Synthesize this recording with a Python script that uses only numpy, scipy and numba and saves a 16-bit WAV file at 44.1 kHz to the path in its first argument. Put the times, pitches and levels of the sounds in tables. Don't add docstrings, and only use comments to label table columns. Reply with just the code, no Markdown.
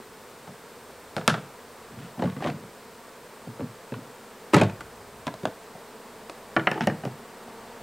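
import sys
import numpy as np
from scipy import signal
from scipy.fft import rfft, irfft, next_fast_len
from scipy.io import wavfile
from scipy.ndimage import uniform_filter1d
from numba import njit

SR = 44100
rng = np.random.default_rng(int(sys.argv[2]) if len(sys.argv) > 2 else 0)


def convert_level_to_amplitude(level_db):
    exponent = np.asarray(level_db, float) / 20
    return 10 ** exponent


def pcm_store(signal):
    levels = np.round(np.clip(np.atleast_2d(signal), -1, 1) * 32767)
    wavfile.write(sys.argv[1], SR, levels.astype(np.int16).T)


N = 344862


def level(x, db):
    return x * convert_level_to_amplitude(db) / np.sqrt(np.mean(x ** 2))


def peak(x, db):
    return x * convert_level_to_amplitude(db) / np.sqrt(uniform_filter1d(x ** 2, 200).max())


def colour(x, table):
    hz, db = np.transpose(table)
    size = next_fast_len(len(x))
    log_hz = np.log(np.arange(size // 2 + 1) * SR / size + 1)
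    gain = convert_level_to_amplitude(np.interp(log_hz, np.log(hz), db))
    return irfft(rfft(x, size) * gain, size)[:len(x)]


def band(x, lo_hz, hi_hz):
    return signal.sosfilt(signal.butter(2, [lo_hz, hi_hz], "band", fs=SR, output="sos"), x)


def walk(rate_hz, count):
    knots = rng.standard_normal((count, 200))
    at = np.arange(0, N + 64, 64) / SR * rate_hz
    rows = [np.interp(at, np.arange(200), k) for k in knots]
    return 1.3 * uniform_filter1d(rows, max(int(SR / 64 / rate_hz), 1), axis=1)


def knocks(blows, wall, contact_ms, damp_s, crack_db, crack_per_hardness, rebound_db):
    rebound_s = 0.046
    out = np.zeros(N + SR)
    t = np.arange(SR // 5, dtype=np.float32) / SR
    rank = np.arange(96)[:, None] + rng.uniform(-.4, .4, (96, 1))
    hz = 100 + 9.01 * rank + .38 * rank ** 2
    family = np.digitize(hz[:, 0], (300, 900))
    wall_hz, wall_db = np.transpose(wall)
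    mode_db = np.interp(np.log(hz), np.log(wall_hz), wall_db)
    touch = np.exp(-t / contact_ms * 1000)
    fade = np.exp(t * np.float32(-np.log(1000) / damp_s * (hz / 400) ** 0.74))
    gaps = np.diff(np.array(blows)[:, 0], prepend=-1)
    for gap, (start_s, blow_db, heft_db, hard_db) in zip(gaps, blows):
        chance = rng.standard_normal((3, len(hz), 1))
        grit = rng.standard_normal((3, len(t)))
        grit[:2, 0] = 10.3
        rings = np.float32(convert_level_to_amplitude(mode_db + 1.43 * chance[0]) * np.sign(chance[2])) * fade
        rings *= np.sin(np.float32(2 * np.pi * hz * (1 + 0.021 * chance[1])) * t)

        crack = colour(grit[2], wall) * (touch + 0.097 * np.exp(-np.log(1000) * t / (1.2 * damp_s)))
        crack[:2] += 0.57 * np.abs(crack).max() * (gap > rebound_s)
        total_crack_db = blow_db + rebound_db * (gap < rebound_s) + crack_db + crack_per_hardness * hard_db
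        sound = peak(band(crack, 2460, 16000), total_crack_db)

        pushes = t * np.exp(-t / 0.00039), grit[0] * touch, grit[1] * touch
        for k, part_db in enumerate((heft_db, 0, hard_db)):
            rung = signal.fftconvolve(rings[family == k].sum(axis=0), pushes[k][:999])
            sound = sound + peak(rung[:len(t)], blow_db + part_db - 5.0)
        i = int(start_s * SR)
        out[i:i + len(t)] += sound
    return out[:N]


# start in seconds, strength in dB, heft in dB (high = mid-panel), hardness in dB (high = edge on edge).
BRUSH_BLOWS = [(0.473, -37, 3.5, -6), (0.894, -43, -18, -14), (1.166, -22, 1, -0.5), (1.181, -28, -8, 3.5),
               (1.212, -36.5, -5, 3), (1.278, -14.5, 2, 6), (1.298, -30, -4, 14.5), (1.341, -24.5, -5, 3),
               (1.379, -30, 3.5, -5), (1.57, -45, -19, -15)]
# frequency in Hz, gain in dB.
FAR_LID_MODES = [(53, -38), (90, -24), (155, -6), (324, -18.5), (649, -5), (880, -9), (1070, -10),
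                 (1390, 2), (1800, -9), (3770, -14), (4290, -14.5), (5000, -15.5), (11200, -26),
                 (13600, -49), (16100, -57)]


def brush_on_far_lid():
    return knocks(BRUSH_BLOWS, FAR_LID_MODES, contact_ms=0.42, damp_s=0.13,
                  crack_db=-8, crack_per_hardness=1.64, rebound_db=-14.5)


# start in seconds, strength, heft and hardness in dB.
PRISE_BLOWS = [(2.175, -37, 10, -20), (2.193, -27.5, 6.5, -7), (2.222, -17.5, -4, -6.5),
               (2.239, -20, 4, -10), (2.256, -33, 11, -1), (2.273, -43, -2, 11), (2.32, -47, 12, 2),
               (2.365, -36.5, 11, 2), (2.406, -32.5, 4, 0), (2.423, -23, -14, -12), (2.448, -20.5, -8, -8),
               (2.46, -19, -4, -9), (2.471, -34.5, 11, 12), (2.489, -25.5, 0, -16), (2.536, -43, 4, -6),
               (2.638, -38, -1, -18)]
# frequency in Hz, gain in dB.
LOOSE_LID_MODES = [(53, -41), (90, -17), (210, 0), (372, -12.5), (713, -7), (977, -19), (1190, -13.5),
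                   (1840, -21.5), (2030, -25), (3010, -28.5), (10000, -38), (13000, -79), (22000, -120)]


def prise_lid_off():
    return knocks(PRISE_BLOWS, LOOSE_LID_MODES, contact_ms=3.0, damp_s=0.12,
                  crack_db=-19, crack_per_hardness=.8, rebound_db=-1)


# start in seconds, strength, heft and hardness in dB.
GUIDE_BLOWS = [(3.471, -34, 5.5, -20), (3.595, -27.5, -0.5, -12), (3.606, -26.5, -13, -6.5),
               (3.619, -38, 16.5, -16), (3.64, -56, 7, -8), (3.921, -27, 6, -10), (3.94, -47, -3, 15.5),
               (3.961, -50, 19, -17), (3.989, -45, 14, -14)]
# frequency in Hz, gain in dB.
HOLLOW_TUB_MODES = [(53, -36), (90, -16), (124, 3), (174, -6.5), (253, 4.5), (354, -14), (436, -5),
                    (1010, -17), (1420, -18), (2740, -28), (8000, -50), (10400, -76), (17600, -120)]


def guide_frame_in():
    return knocks(GUIDE_BLOWS, HOLLOW_TUB_MODES, contact_ms=2.2, damp_s=0.09,
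                  crack_db=-27, crack_per_hardness=1.0, rebound_db=3)


# start in seconds, strength, heft and hardness in dB.
DROP_BLOWS = [(4.535, -9, -11, -3.5), (4.543, -11, 5.5, 4), (4.556, -14.5, 1, -9), (4.565, -11.5, -2, -2.5),
              (4.581, -26, 6, -2), (4.597, -27, -10, 1), (4.613, -10, 0.5, -5), (4.634, -29, 15.5, 3),
              (4.654, -34, 3, -6), (4.697, -30.5, -5, -4), (4.807, -37, -1, 8.5)]
# frequency in Hz, gain in dB.
FRAME_IN_TUB_MODES = [(53, -34), (90, -8), (205, -6.5), (304, -7.5), (369, -9), (558, -10), (861, -10.5),
                      (960, -11), (1220, -12), (1760, -18), (2140, -18.5), (3610, -26), (8410, -29.5),
                      (16100, -48)]


def drop_frame():
    return knocks(DROP_BLOWS, FRAME_IN_TUB_MODES, contact_ms=5.0, damp_s=0.099,
                  crack_db=-15.5, crack_per_hardness=1.25, rebound_db=1.5)


# start in seconds, strength, heft and hardness in dB.
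SETTLE_BLOWS = [(5.268, -26.5, 4, 2), (5.278, -26, -9, 2), (5.34, -29.5, -5, -3.5),
                (5.433, -27.5, 2.5, -15), (5.454, -13, -11, -6), (5.472, -27, 2.5, -8),
                (5.751, -36, -1.5, -19), (6.297, -29.5, -28, -1)]
# frequency in Hz, gain in dB.
FRAME_ON_RIM_MODES = [(53, -40), (90, -25), (173, -9), (385, -6), (482, -16), (629, 2), (741, -6),
                      (891, -8), (1820, -18), (4880, -20.5), (6110, -23), (12000, -34), (15600, -71),
                      (22000, -120)]


def settle_frame():
    return knocks(SETTLE_BLOWS, FRAME_ON_RIM_MODES, contact_ms=2.3, damp_s=0.079,
                  crack_db=-11, crack_per_hardness=0.7, rebound_db=-7.5)


# start in seconds, strength, heft and hardness in dB.
PRESS_BLOWS = [(6.565, -13, -8, 1.5), (6.595, -23.5, -2, 1.5), (6.671, -14.5, -9.5, 5),
               (6.757, -24.5, -17, -16), (6.777, -23, -22, -7), (6.899, -27, 1, 2), (7.036, -27.5, 1, -9),
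               (7.073, -30.5, 3, -8), (7.477, -38.5, -5, -11)]
# start in seconds, strength, heft and hardness in dB.
SNAP_BLOWS = [
    (6.715, -22, -1, 2),
    (6.808, -18, -1, -0.5),
    (6.872, -12, -2, -4.5),
    (7.052, -22.5, 3.5, -8.5),
]
# frequency in Hz, gain in dB.
SEATED_LID_MODES = [(53, -36), (90, -9.5), (196, 2.5), (482, -13.5), (617, -4), (1120, -2.5), (1490, 4),
                    (1650, -5), (1820, 1), (2150, -3.5), (3040, -4.5), (3510, -21.5), (5510, -6),
                    (6230, -20), (12000, -53), (15600, -81), (22000, -120)]


def press_lid_on():
    thumps = knocks(PRESS_BLOWS, SEATED_LID_MODES, contact_ms=1.6, damp_s=0.12,
                    crack_db=-29, crack_per_hardness=1.0, rebound_db=-1)
    snaps = knocks(SNAP_BLOWS, SEATED_LID_MODES, contact_ms=1.6, damp_s=0.13,
                   crack_db=-13, crack_per_hardness=0.49, rebound_db=0)
    return thumps + snaps


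# start, press-in and let-go in seconds, low creak and scuff in dB.
LID_RUBS = [(1.9, 0.091, 0.11, -34, -66), (1.97, 0.08, 0.059, -48, -45.5),
            (2.409, 0.069, 0.034, -28, -29.5), (2.49, 0.013, 0.16, -33, -62), (2.18, 0.06, 0.1, -40, -44.5),
            (4.529, 0.012, 0.13, -34, -27), (6.72, 0.011, 0.055, -40, -41),
            (6.809, 0.0081, 0.037, -27, -31)]


def rubbing():
    slips_per_s, slip_s = 210, 0.0046
    edge_db = -18
    slips = rng.standard_normal(N) * convert_level_to_amplitude(5.1 * np.minimum(rng.exponential(size=N), 4.5))
    catches = (rng.random(N) < slips_per_s / SR) * convert_level_to_amplitude(2.0 * rng.standard_normal(N))
    grip = .45 + signal.lfilter([1], [1, -np.exp(-1 / (slip_s * SR))], catches)
    creak = level(band(slips, 78, 223), -6.0)
    scuff = level(band(slips * grip, 600, 2860), -3.0)
    out = np.zeros(N)
    for start_s, press_s, go_s, creak_db, scuff_db in LID_RUBS:
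        since_s = np.arange(N) / SR - start_s
        shape = np.interp(since_s, [0, press_s, press_s + go_s], convert_level_to_amplitude([edge_db, 0, edge_db]), left=0, right=0)
        out += shape * (creak * convert_level_to_amplitude(creak_db) + scuff * convert_level_to_amplitude(scuff_db))
    return out


def yard(x):
    t60_s, wash_db = 0.33, -17
    t = np.arange(SR // 2) / SR
    wash = rng.standard_normal(len(t)) * np.exp(-np.log(1000) * t / t60_s) * (t > .006)
    wash = band(wash, 46, 5600)
    return signal.fftconvolve(x, wash * convert_level_to_amplitude(wash_db) / np.sqrt(np.sum(wash ** 2)))[:N]


@njit
def wingbeats(hz, gain, jitter):
    out = np.zeros(N + 1)
    for bee in range(len(hz)):
        phase, stroke = .5, 0
        for i in range(N):
            step = hz[bee, i >> 6] * jitter[bee, stroke] / SR
            phase += step
            if phase >= 1:
                phase, stroke = phase - 1, stroke + 1
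                late = phase / step
                out[i] += gain[bee, i >> 6] * late
                out[i + 1] += gain[bee, i >> 6] * (1 - late)
    return out[:N]


# time in seconds, level in dB.
SWARM_LEVEL = [(0.0, -55), (1.46, -51.5), (2.77, -53), (4.29, -50.5), (5.44, -51.5), (6.62, -48),
               (7.29, -49), (7.82, -46)]
# frequency in Hz, density in dB per Hz.
WING_SPECTRUM = [(88, -24), (150, 2.5), (478, 5.5), (787, 4), (939, 5), (1300, -2), (1690, -6.5),
                 (2950, -14), (5000, -18), (6500, -31), (11000, -120)]


def bees(count):
    beat_hz, beat_spread = 226.6, .075
    own = 1 + beat_spread * rng.standard_normal((count, 1))
    hz = beat_hz * own * (1 + .04 * walk(4.0, count))
    near = convert_level_to_amplitude(3.6 * walk(1.476, count) + 1.3 * walk(7.2, count))
    jitter = 1 + .012 * rng.standard_normal((count, 4000))
    hum = colour(wingbeats(hz, near, jitter), WING_SPECTRUM)
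    at_s, db = np.transpose(SWARM_LEVEL)
    return level(hum, 0.76) * convert_level_to_amplitude(np.interp(np.arange(N) / SR, at_s, db))


# frequency in Hz, density in dB per Hz.
AIR_SPECTRUM = [(65, -23), (140, -6.5), (330, -5), (440, 2), (760, -9), (920, -5.5), (1500, -8.5),
                (3100, -17), (4800, -18), (6200, -21), (8600, -18), (10200, -25), (13500, -24),
                (15800, -25.5)]
# frequency in Hz, density in dB per Hz.
NOISE_CEILING = [(15950, -70)]


def air():
    sway = np.repeat(walk(1.9, 1)[0], 64)[:N]
    wash = colour(rng.standard_normal(N), AIR_SPECTRUM + NOISE_CEILING)
    return level(wash, -48) * convert_level_to_amplitude(0.15 * sway)


def breeze():
    gusts = np.repeat(walk(2.72, 1)[0], 64)[:N]
    return level(band(rng.standard_normal(N), 43, 143), -65.0) * convert_level_to_amplitude(3.8 * gusts)


# frequency in Hz, density in dB per Hz.
HISS_SPECTRUM = [(30, -13), (150, -5.5), (700, -10.5), (1500, -19.5), (3000, -11), (6000, -10.5),
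                 (15800, -8.5)]


def amplifier_hiss():
    return level(colour(rng.standard_normal(N), HISS_SPECTRUM + NOISE_CEILING), -63)


def scene():
    hands = brush_on_far_lid() + prise_lid_off() + guide_frame_in()
    hands += drop_frame() + settle_frame() + press_lid_on() + rubbing()
    low_hz = 93.7
    far = band(band(hands + yard(hands), low_hz, 19000), low_hz, 12400)
    return np.tile(far + bees(count=48) + air() + breeze(), (2, 1))


def low_pass(x):
    return signal.sosfilt(signal.butter(12, 16290, fs=SR, output="sos"), x)


def record(dry):
    mix = np.clip(dry + np.outer([1, -1], amplifier_hiss()), -1, 1)
    return low_pass(mix)


dry = scene()
out = record(dry)
pcm_store(out)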